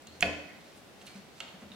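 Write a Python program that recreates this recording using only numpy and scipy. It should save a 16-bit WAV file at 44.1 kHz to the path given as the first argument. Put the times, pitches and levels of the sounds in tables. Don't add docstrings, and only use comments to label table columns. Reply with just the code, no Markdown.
import sys
import numpy as np
from scipy import signal
from scipy.fft import rfft, irfft, next_fast_len
from scipy.io import wavfile
from scipy.ndimage import uniform_filter1d

SR = 44100
rng = np.random.default_rng(int(sys.argv[2]) if len(sys.argv) > 2 else 0)


def inscribe(sig):
    pcm = np.round(np.clip(np.atleast_2d(sig).T, -1, 1) * 32767)
    wavfile.write(sys.argv[1], SR, pcm.astype(np.int16))


N = 77175


def amp(db):
    return 10 ** (np.asarray(db) / 20)

def unit(x):
    return x / np.sqrt(np.mean(x ** 2) + 1e-20)

def along(points, hz):
    freqs, values = np.transpose(points)
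    return np.interp(np.log(hz + 1), np.log(freqs + 1), values)

def filtered(x, response):
    size = next_fast_len(2 * N)
    return irfft(rfft(x, size) * response(np.fft.rfftfreq(size, 1 / SR)), size)[..., :N]

def noise(spectrum):
    return unit(filtered(rng.standard_normal(N), lambda hz: amp(along(spectrum, hz))))

def since(s):
    return np.maximum(np.arange(N) / SR - s, 0)

def struck(s, rise, t60):
    t = since(s)
    return (1 - np.exp(-t / rise)) * np.exp(-np.log(1000) * t / t60)

def ring(s, modes, rise):
    t = since(s)
    return sum(amp(db) * struck(s, rise, t60) * np.sin(2 * np.pi * hz * t) for hz, db, t60 in modes)

def burst(spectrum, s, rise, t60):
    envelope = struck(s, rise, t60)
    crack = noise(spectrum) * envelope
    return crack * np.linalg.norm(envelope) / np.linalg.norm(crack)

def swells(strokes):
    return sum(amp(db) * np.exp(-((since(0) - s) / half) ** 2) for s, half, db in strokes)


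# (f/Hz, correlation)
COHERENCE = [(30, 0.32), (100, 0.49), (300, 0.65), (600, 0.54), (1200, 0.27), (2500, 0.18), (5000, 0.059),
             (12000, 0.033)]

def diffuse(pair):
    angle = lambda hz: np.arccos(np.clip(along(COHERENCE, hz), -1, 1)) / 2
    mid, side = filtered(pair, lambda hz: np.array([np.cos(angle(hz)), np.sin(angle(hz))]))
    return np.array([mid + side, mid - side])

ROOM_DECAY = [(80, 0.17), (250, 0.86), (700, 0.86), (2500, 0.68), (5000, 0.81), (9000, 0.48),
              (16000, 0.088)]
ROOM_COLOUR = [(80, 10), (200, 6), (600, 1.5), (1500, -4.5), (2600, -7.5), (5000, -7.5), (12000, -4.5)]
BALANCE = [(100, 0.5), (700, .5), (1400, -5.5), (2500, -7), (4500, -2.5), (12000, -3)]
RIGHT_EARLIER = [(500, 0.000032), (2500, 0.000044), (7000, 0.000032), (14000, .00002)]

def in_room(x, wet_db):
    hz, t, spectra = signal.stft(rng.standard_normal((2, SR)), SR, nperseg=256)
    decay = np.exp(-np.log(1000) * t / along(ROOM_DECAY, hz)[:, None])
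    tail = signal.istft(spectra * decay, SR, nperseg=256)[1][:, :SR]
    tail *= 1 - np.exp(-np.arange(SR) / SR / 0.005)
    tail = filtered(tail / np.linalg.norm(tail[0]), lambda f: amp(along(ROOM_COLOUR, f)))
    wet = diffuse(signal.fftconvolve(x[None], tail, axes=1)[:, :N])
    sides = np.array([[.5], [-.5]])
    delay = lambda f: np.exp(-2j * np.pi * f * sides * along(RIGHT_EARLIER, f))
    direct = filtered(x, lambda f: amp(sides * along(BALANCE, f)) * delay(f))
    return direct + amp(wet_db) * wet


# (f/Hz, level/dB)
ROOM_TONE_SPECTRUM = [(25, -32), (60, -14.5), (100, -12.5), (148, -9.5), (200, -7.5), (400, -10),
                      (750, -11.5), (900, -16.5), (2000, -18.5), (3500, -21.5), (15500, -37.5)]

def room_tone():
    pair = np.array([noise(ROOM_TONE_SPECTRUM), noise(ROOM_TONE_SPECTRUM)])
    return amp(-54) * unit(diffuse(pair))


CATCH_TICKS = [(0.021, -51.5), (0.0706, -45), (0.2075, -29), (1.023, -54), (1.066, -47), (1.078, -50),
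               (1.178, -56), (1.403, -40)]
CATCH_SPECTRUM = [(100, 1), (800, -19), (2000, -6), (3200, -7), (4800, -8), (6400, -4), (8000, -2.5),
                  (11000, -19), (16000, -20)]
CATCH_MODES = [(4100, -18, .06), (5890, -25.5, .025), (6635, 0, 0.013), (6800, -14, 0.046)]

def catch():
    ticks = 0
    for s, db in CATCH_TICKS:
        crack = burst(CATCH_SPECTRUM, s, rise=0.0001, t60=0.018)
        metal = amp(-1) * ring(s, CATCH_MODES, rise=0.00016)
        ticks += amp(db) * (crack + metal)
    return in_room(ticks, wet_db=-2)


HAND_BUMPS = [(0.066, -60, .006, 218), (.52, -56, 0.0065, 219), (1.012, -53, 0.0031, 244),
              (1.141, -43.5, 0.017, 197.2), (1.541, -51, 0.0054, 235), (1.615, -44, 0.01, 199),
              (1.70, -45, .015, 221)]
THUD_SPECTRUM = [(30, -35), (120, -31), (190, 2), (250, -1), (320, -22.5), (550, -12), (900, -20),
                 (2500, -27), (16000, -63)]

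def bumps():
    thuds = 0
    for s, db, rise, hz in HAND_BUMPS:
        note = amp(-1) * np.sin(2 * np.pi * hz * since(s))
        thud = amp(2) * noise(THUD_SPECTRUM)
        thuds += amp(db) * struck(s, rise, t60=0.19) * (note + thud)
    return in_room(thuds, wet_db=-10)


JAW_CLICKS = [(0.07, -45.5), (1.014, -48), (1.069, -45), (1.078, -47.5), (1.404, -31), (1.480, -43.5),
              (1.717, -47)]
JAW_MODES = [(1330, -5.5, 0.014), (2160, -19, 0.036), (2223, -12.5, 0.053), (2740, -6.5, 0.041),
             (2900, -2.5, 0.03), (3190, -0.5, 0.022), (3624, -6, 0.028), (4300, -3.5, 0.016)]
JAW_SPECTRUM = [(100, -40), (350, -31), (650, 1.5), (1300, -4), (1750, 1.5), (3200, 3.5), (5000, -7),
                (7000, -9), (11000, -42), (16000, -22)]

def jaws():
    metal = sum(amp(db) * ring(s, JAW_MODES, rise=0.00048) for s, db in JAW_CLICKS)
    crack = sum(amp(db - 9.5) * burst(JAW_SPECTRUM, s, rise=0.00016, t60=0.036) for s, db in JAW_CLICKS)
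    return in_room(metal, wet_db=2.5) + in_room(crack, wet_db=6.5)


STRING_SLIPS = [(0.07, 4180, -52), (.485, 2070, -48.5), (1.065, 4320, -53.5), (1.074, 2240, -53),
                (1.717, 3760, -51.5)]

def creaks():
    half_width_hz = 160
    slips = 0
    for s, hz, db in STRING_SLIPS:
        band = filtered(rng.standard_normal(N), lambda f: 1 / (1 + ((f - hz) / half_width_hz) ** 2))
        slips += amp(db) * unit(band) * struck(s, rise=0.00087, t60=0.08)
    return in_room(slips, wet_db=8)


# (t/s, level/dB, rise/s)
TABLE_PUSHES = [(0.081, -49.5, 0.032), (0.23, -35, 0.02), (1.628, -55.5, 0.0053)]

def table():
    hz, t60 = 82.1, 0.46
    return sum(ring(s, [(hz, db, t60)], rise) for s, db, rise in TABLE_PUSHES)


FINGER_RUBS = [(0.157, 0.033, -63), (0.666, 0.12, -66), (1.009, 0.022, -61.5), (1.10, 0.044, -62),
               (1.165, 0.03, -61), (1.383, 0.038, -60), (1.613, 0.015, -63), (1.735, 0.035, -66.5)]
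RUB_SPECTRUM = [(200, -55), (1500, 3.5), (2500, 2.5), (4500, 7), (8000, 0.5), (15000, -17.5)]
STRING_SLIDES = [(.221, 0.0043, -43.5), (.775, 0.025, -62.5), (1.072, .016, -57)]
SLIDE_SPECTRUM = [(500, -20), (3000, 0), (4400, 1), (6000, -2), (9000, 2), (15500, -12)]

def strings():
    flicker = unit(uniform_filter1d(rng.standard_normal(N), size=130))
    rustle = swells(FINGER_RUBS) * unit(amp(3.5 * flicker) * noise(RUB_SPECTRUM))
    swish = swells(STRING_SLIDES) * noise(SLIDE_SPECTRUM)
    return in_room(rustle + swish, wet_db=1)


CLAMP_HITS = [(0.2247, -14.5), (0.2321, -33)]
CLAMP_MODES = [(1450, -13, 0.051), (1506, -12.5, .05), (1867, -11.5, 0.042), (1920, -5, 0.028),
               (2110, -13, 0.05), (2543, 0.5, 0.034), (2586, -0.5, 0.036), (3022, -4, 0.031),
               (3460, -11, 0.032), (3560, -12, .03), (4510, -10.5, 0.035)]
CLAMP_SPECTRUM = [(40, -31), (200, -2.5), (600, 2), (900, -4.5), (1500, 1.5), (3200, 4), (5000, -8.5),
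                  (7500, -16), (11000, -26), (16000, -30)]

def clack():
    metal = sum(amp(db) * ring(s, CLAMP_MODES, rise=0.0022) for s, db in CLAMP_HITS)
    crack = sum(amp(db - 4.5) * burst(CLAMP_SPECTRUM, s, rise=0.00035, t60=0.037)
                for s, db in CLAMP_HITS)
    return in_room(metal, wet_db=-2) + in_room(crack, wet_db=1)


FRAME_JOLTS = [(0.2263, -30.5), (1.406, -57)]
FRAME_MODES = [(162.3, -13, 0.52), (186.6, 2.5, 0.14), (224.5, -5.5, 0.23), (293.1, -10, 0.64),
               (408, -10, 0.34), (469, -11.5, 0.41), (497, -6, 0.19), (524.8, -8, 0.38), (569.5, -13, 0.53),
               (660.3, -5, 0.41), (698.3, 11, 0.082), (721, -3, .16)]
STEEL_TONE = [(2525, -39, 0.63)]

def frame():
    boom = sum(amp(db) * ring(s, FRAME_MODES, rise=0.0065) for s, db in FRAME_JOLTS)
    snap_s = CLAMP_HITS[0][0]
    sing = ring(snap_s, STEEL_TONE, rise=0.0015)
    return in_room(boom + sing, wet_db=-15.5)


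def scene():
    return room_tone() + catch() + bumps() + jaws() + creaks() + table() + strings() + clack() + frame()

def record(dry):
    low_cut_hz, top_hz = 20.3, 16000
    thinned = filtered(dry, lambda hz: (1j * hz / (low_cut_hz + 1j * hz)) ** 2)
    return filtered(thinned, lambda hz: 1 / (1 + (hz / top_hz) ** 120))


dry = scene()
out = record(dry)
inscribe(out)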